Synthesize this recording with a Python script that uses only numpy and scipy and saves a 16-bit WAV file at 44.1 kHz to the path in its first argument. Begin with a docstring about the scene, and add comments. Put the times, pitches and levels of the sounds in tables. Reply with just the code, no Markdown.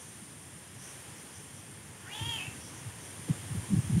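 """Insects hiss steadily in rustling leaves round a pond, with a few far, raspy chirps. About two seconds
in, one nasal, mewing cry, probably a bird's, rings out: a harmonic buzz mixed with hoarse noise and
filtered by the throat, whose main resonance rises as the beak opens. The banks throw it back and the
trees add a short reverberation. A breeze rises, stirs the foliage and begins to buffet the microphone
with low, thumping eddies."""
import sys
import numpy as np
from scipy import signal
from scipy.fft import rfft, irfft
from scipy.io import wavfile
from scipy.ndimage import uniform_filter1d

SR = 44100
rng = np.random.default_rng(int(sys.argv[2]) if len(sys.argv) > 2 else 0)


def inscribe(sig):
    """Save sig as 16-bit PCM at rate SR to the path in sys.argv[1].

    A 1-D sig is mono; a 2-D sig holds one channel per row.
    Samples are clipped to [-1, 1] before scaling.
    """
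    pcm = np.round(np.clip(np.atleast_2d(sig).T, -1, 1) * 32767)
    wavfile.write(sys.argv[1], SR, pcm.astype(np.int16))


N = 176400
T = np.arange(N) / SR
HZ = np.fft.rfftfreq(N, 1 / SR)

# spectrum of the foliage (frequency [Hz], gain [dB])
LEAF_SPECTRUM = [(200, -8), (400, 0), (650, -5.5), (1000, -3.5), (1300, -7.5), (1800, -4), (2500, -8),
                 (3300, -7), (4100, -18), (5000, -14.5), (6200, -10.5), (7500, -11.5), (9000, -11.5),
                 (13000, -22.5), (15700, -30.5)]
# envelope of the foliage, in two consecutive lists (time [s], relative level [dB])
LEAF_ENVELOPE = [
    [(0.0, -57.5), (0.06, -59), (0.81, -59), (0.83, -55.5), (1.73, -58.5), (1.95, -57.5), (2.0, -57)],
    [(2.6, -54), (2.626, -55.5), (3.278, -54.5), (3.286, -52.5), (3.426, -53.5), (3.972, -52.5),
     (4.0, -50.5)],
]
# spectrum of the insect chorus (frequency [Hz], gain [dB])
INSECT_SPECTRUM = [(4000, -16), (6500, -16), (7500, -10), (8200, -10.5), (8900, -2.5), (9400, -1),
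                   (10000, -5), (10800, -11), (12000, -17.5), (13000, -28.5), (15700, -30)]
# envelope of the chorus (time [s], relative level [dB])
INSECT_ENVELOPE = [(0.0, -52), (0.02, -52), (0.8, -54.5), (0.82, -51), (1.59, -53.5), (2.06, -55.5),
                   (2.18, -50), (3.01, -53), (3.06, -50.5), (4.0, -48.5)]
# very high ticks of one insect (time [s], level [dB])
INSECT_TICKS = [(1.01, -74), (1.21, -72), (1.42, -72), (1.6, -74), (3.05, -71), (3.55, -67), (3.81, -70)]
# distant chirps (time [s], half-width [s], level [dB], centre frequency [Hz])
FAR_CHIRPS = [(.08, 0.19, -60.5, 6150), (.87, 0.13, -55, 5960), (1.19, .05, -60, 5900),
              (1.37, .09, -57.5, 5900), (1.583, .06, -60.5, 5900), (2.664, 0.085, -55, 5700),
              (2.774, 0.07, -56, 6100), (3.05, 0.083, -56.5, 6050), (3.87, 0.085, -62, 6300)]
# spectrum of wind on the microphone (frequency [Hz], gain [dB])
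RUMBLE_SPECTRUM = [(20, -58), (40, -76), (60, -21), (80, -4), (110, -1), (160, -3.5), (220, -8.5),
                   (320, -11), (500, -35.5), (1000, -53), (3000, -90)]
# envelope of the rumble between eddies (time [s], level [dB])
RUMBLE_ENVELOPE = [(0, -54), (1.4, -53), (2.05, -52.5), (2.17, -48.5), (2.28, -45), (2.42, -48.5),
                   (2.52, -50), (2.65, -50.5), (2.9, -51.5), (3.2, -49.5), (3.45, -47.5), (3.56, -44),
                   (3.65, -46), (3.75, -33), (3.83, -49), (4, -38)]
# eddies striking the microphone (time [s], half-width [s], peak level [dB], frequency [Hz])
EDDIES = [(0.228, .016, -44, 200), (2.221, .016, -28, 115), (2.269, .013, -33, 115),
          (2.481, .014, -36, 118), (2.875, .025, -36.5, 109), (3.287, .008, -42, 481),
          (3.297, .009, -29, 280), (3.308, .016, -22, 145), (3.518, .018, -30.5, 130.2),
          (3.557, .011, -29, 170), (3.58, .026, -29, 107.3), (3.713, .01, -26.5, 200),
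          (3.726, .009, -24, 190), (3.74, .009, -13, 165.7), (3.773, .014, -21, 131.2),
          (3.791, .013, -20.5, 134.6), (3.86, .028, -29.5, 103), (3.904, .011, -25, 180),
          (3.938, .022, -20.5, 114.3), (3.961, .02, -22.5, 134), (3.98, .013, -17.5, 169.2)]
# reflections from the banks (delay [s], gain [dB])
BANK_ECHOES = [(.012, -17), (.034, -21), (.068, -15), (.105, -26)]
# fundamental of the cry (time [s], frequency [Hz])
CRY_PITCH = [(2.04, 355), (2.075, 366), (2.105, 395), (2.138, 415), (2.163, 433), (2.178, 428), (2.19, 449),
             (2.235, 450), (2.255, 466), (2.28, 465), (2.308, 471), (2.332, 449), (2.362, 447), (2.38, 422),
             (2.394, 367), (2.425, 369), (2.45, 382)]
# vocal effort (time [s], relative level [dB])
CRY_ENVELOPE = [(2.02, -71), (2.07, -53), (2.1, -52.5), (2.13, -43), (2.21, -41.5), (2.32, -40),
                (2.37, -43.5), (2.44, -47), (2.475, -50), (2.5, -68)]
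# hoarseness, greatest near both ends of the cry (time [s], roughness [0-1])
CRY_ROUGHNESS = [(2.05, .5), (2.13, .36), (2.18, .43), (2.26, .26), (2.35, .22), (2.382, .56), (2.41, .34),
                 (2.47, .48)]
# main throat resonance, rising as the beak opens (time [s], frequency [Hz], gain [dB])
BEAK_FORMANT = [(2.04, 1600, 3), (2.08, 1600, 1.5), (2.106, 2180, 3), (2.135, 3160, -1),
                (2.165, 3450, -1.5), (2.18, 3300, -7.5), (2.2, 3200, -1), (2.228, 3220, -5),
                (2.243, 3280, -8), (2.26, 3180, 5.5), (2.277, 3020, -1.5), (2.298, 3240, 7.5),
                (2.325, 3050, 0.5), (2.355, 3080, 5.5), (2.382, 2870, -1.5), (2.405, 2580, 4),
                (2.46, 2620, 0)]
# constant response of the throat beside that resonance (frequency [Hz], gain [dB])
THROAT_RESPONSE = [(250, -42), (460, -25), (700, -16), (820, -8), (940, -8.5), (1150, -17), (1400, -20),
                   (1800, -11.5), (2250, -18), (2780, -10), (3650, -19), (4200, -34), (4550, -20),
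                   (4950, -26), (6100, -22), (7000, -20), (8200, -29), (12000, -31), (15500, -38)]
# spectrum of the airy edge late in the cry (frequency [Hz], gain [dB])
AIR_SPECTRUM = [(3000, -20.5), (4500, -7), (5500, -3), (7000, 6), (9000, -8), (12500, -4), (15500, -7)]


def amp(db):
    """Amplitude ratio: tenfold for every 20 dB."""
    return 10 ** (np.asarray(db) / 20)


def unit(x):
    """Normalisation to an rms of 1."""
    return x / np.sqrt(np.mean(x ** 2) + 1e-20)


def curve(points, t=T):
    """Linear interpolation between (time [s], value) points."""
    return np.interp(t, *np.transpose(points))


def swell(time, half_width):
    """Gaussian envelope, about 17 dB down at one half-width from its peak."""
    return np.exp(-2 * ((T - time) / half_width) ** 2)


def colour(spectrum, hz=HZ):
    """Amplitude response, interpolated in decibels over log frequency."""
    frequencies, db = np.transpose(spectrum)
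    return amp(np.interp(np.log(hz + 1), np.log(frequencies), db))


def noise(gain):
    """Spectral shaping of white noise, at unit rms."""
    return unit(irfft(rfft(rng.standard_normal(N)) * gain, N))


def wander(rate_hz):
    """Random fluctuation: noise low-passed near the given rate."""
    return noise(np.exp(-(HZ / rate_hz) ** 2))


def band(hz, width_hz):
    """Narrow-band noise with a Gaussian spectrum."""
    return noise(np.exp(-.5 * ((HZ - hz) / width_hz) ** 2))


def hiss(spectrum, patchy_db, size=14):
    """Random amplitude modulation of noise, in small patches of time and frequency."""
    _, _, frames = signal.stft(noise(colour(spectrum)), SR, nperseg=1024, noverlap=768)
    patches = uniform_filter1d(rng.standard_normal(frames.shape), size, axis=0)
    patches = unit(uniform_filter1d(patches, size, axis=1))
    return unit(signal.istft(frames * amp(patchy_db * patches), nperseg=1024, noverlap=768)[1][:N])


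def leaves(gain_db=4.5):
    """Flow noise: foliage hisses more as the breeze rises."""
    return hiss(LEAF_SPECTRUM, patchy_db=0.5) * amp(curve(np.vstack(LEAF_ENVELOPE)) + gain_db)


def insects(water_delay_s=0.0024, water_db=-10, gain_db=0.5):
    """Interference with its reflection off the water comb-filters the chorus; one insect ticks above it."""
    direct = hiss(INSECT_SPECTRUM, patchy_db=0.8)
    chorus = unit(direct + amp(water_db) * np.roll(direct, round(water_delay_s * SR)))
    tick_envelope = sum(amp(db) * swell(time, half_width=.03) for time, db in INSECT_TICKS)
    ticks = band(14600, width_hz=550) * tick_envelope
    flicker_db = .3 * wander(25)
    return chorus * amp(curve(INSECT_ENVELOPE) + gain_db + flicker_db) + ticks


def chirps():
    """Propagation over distance blurs raspy notes into soft swells of narrow-band noise."""
    return sum(band(hz, width_hz=500) * amp(db) * swell(time, half_width)
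               for time, half_width, db, hz in FAR_CHIRPS)


def wind(sag_per_s=16, roughness=0.25):
    """Turbulence at the microphone: a lumpy rumble, and eddies that thump briefly, sinking in pitch."""
    pressure = noise(colour(RUMBLE_SPECTRUM)) * amp(curve(RUMBLE_ENVELOPE) + 1.3 * wander(19))
    for time, half_width, db, hz in EDDIES:
        pitch = hz * np.exp(-sag_per_s * np.clip(T - time, -half_width, half_width))
        thump = np.sin(2 * np.pi * (np.cumsum(pitch) / SR + rng.random()))
        eddy = thump + roughness * noise(colour(RUMBLE_SPECTRUM))
        pressure += amp(db) * swell(time, half_width) * eddy
    return pressure


def banks(voice, tail_db=-9.5, t60_s=.38, onset_s=0.018):
    """Reflection from the banks gives distinct echoes; scattering by the trees gives a diffuse tail."""
    t = T[:SR]
    tail = rng.standard_normal(SR) * amp(-60 * t / t60_s) * np.minimum(t / onset_s, 1)
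    reverberation = amp(tail_db) * signal.fftconvolve(voice, tail / np.linalg.norm(tail))[:N]
    echoes = sum(amp(db) * np.roll(voice, round(delay * SR)) for delay, db in BANK_ECHOES)
    return reverberation + echoes


def vocal_source(harmonics=41, jitter=.02, rattle_depth=.6, rattle_hz=59):
    """Periodic vibration gives a harmonic buzz; roughness adds pitch jitter, noise and an uneven rattle."""
    rough = np.clip(curve(CRY_ROUGHNESS), 0, 1)
    pitch = curve(CRY_PITCH) * (1 + jitter * rough * wander(121))
    phase = 2 * np.pi * np.cumsum(pitch) / SR
    buzz = unit(sum(np.cos(k * phase + 2 * np.pi * rng.random()) for k in range(1, harmonics + 1)))
    rasp = unit((1 + 0.28 * np.cos(phase)) * rng.standard_normal(N))  # pulses with each cycle
    rattle = 1 + rattle_depth * rough * np.sin(2 * np.pi * (rattle_hz * T + .5 * wander(9.8)))
    blend = ((1 - rough) * buzz + rough * rasp) / np.hypot(1 - rough, rough)  # constant power
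    return np.sqrt(harmonics + 1) * rattle * blend


def throat(source, clear_width_hz=227, rough_widening_hz=480):
    """Resonance: a formant arches with the beak and adds in power to the throat's constant response."""
    hz, t, frames = signal.stft(source, SR, nperseg=512, noverlap=448)
    times, centre_hz, gain_db = np.transpose(BEAK_FORMANT)
    width_hz = clear_width_hz + rough_widening_hz * curve(CRY_ROUGHNESS, t)
    detuning = 2 * (hz[:, None] - np.interp(t, times, centre_hz)) / width_hz
    formant = amp(np.interp(t, times, gain_db)) / np.hypot(1, detuning ** 2)
    response = np.hypot(formant, colour(THROAT_RESPONSE, hz)[:, None])
    return signal.istft(frames * response, nperseg=512, noverlap=448)[1][:N]


def cry(air_db=-57, shimmer_db=1.5):
    """Source and filter: the throat shapes the buzz into a mew, which gains an airy edge near its end."""
    voice = throat(vocal_source())
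    sounding = (T > CRY_ENVELOPE[0][0]) & (T < CRY_ENVELOPE[-1][0])
    air = noise(colour(AIR_SPECTRUM)) * amp(air_db) * swell(time=2.35, half_width=.09)
    envelope = amp(curve(CRY_ENVELOPE) + shimmer_db * wander(121))
    return voice * sounding * envelope + air


def scene():
    """Superposition of the pond's background, the echoes and the cry, alike in both channels."""
    voice = cry()
    background = leaves() + chirps() + wind() + insects()
    return np.tile(background + banks(voice) + voice, (2, 1))


def record(dry, low_cut_hz=52, notch_hz=7900, band_limit_hz=15750):
    """Frequency response of the microphone: a bass cut and a narrow treble notch, then a band limit."""
    high_passed = signal.sosfilt(signal.butter(4, low_cut_hz, "high", fs=SR, output="sos"), dry)
    notched = signal.lfilter(*signal.iirnotch(notch_hz, Q=47, fs=SR), high_passed)
    low_pass = signal.firwin(1601, band_limit_hz, window=("kaiser", 9), fs=SR)
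    return signal.oaconvolve(notched, low_pass[None], "same")


dry = scene()
out = record(dry)
inscribe(out)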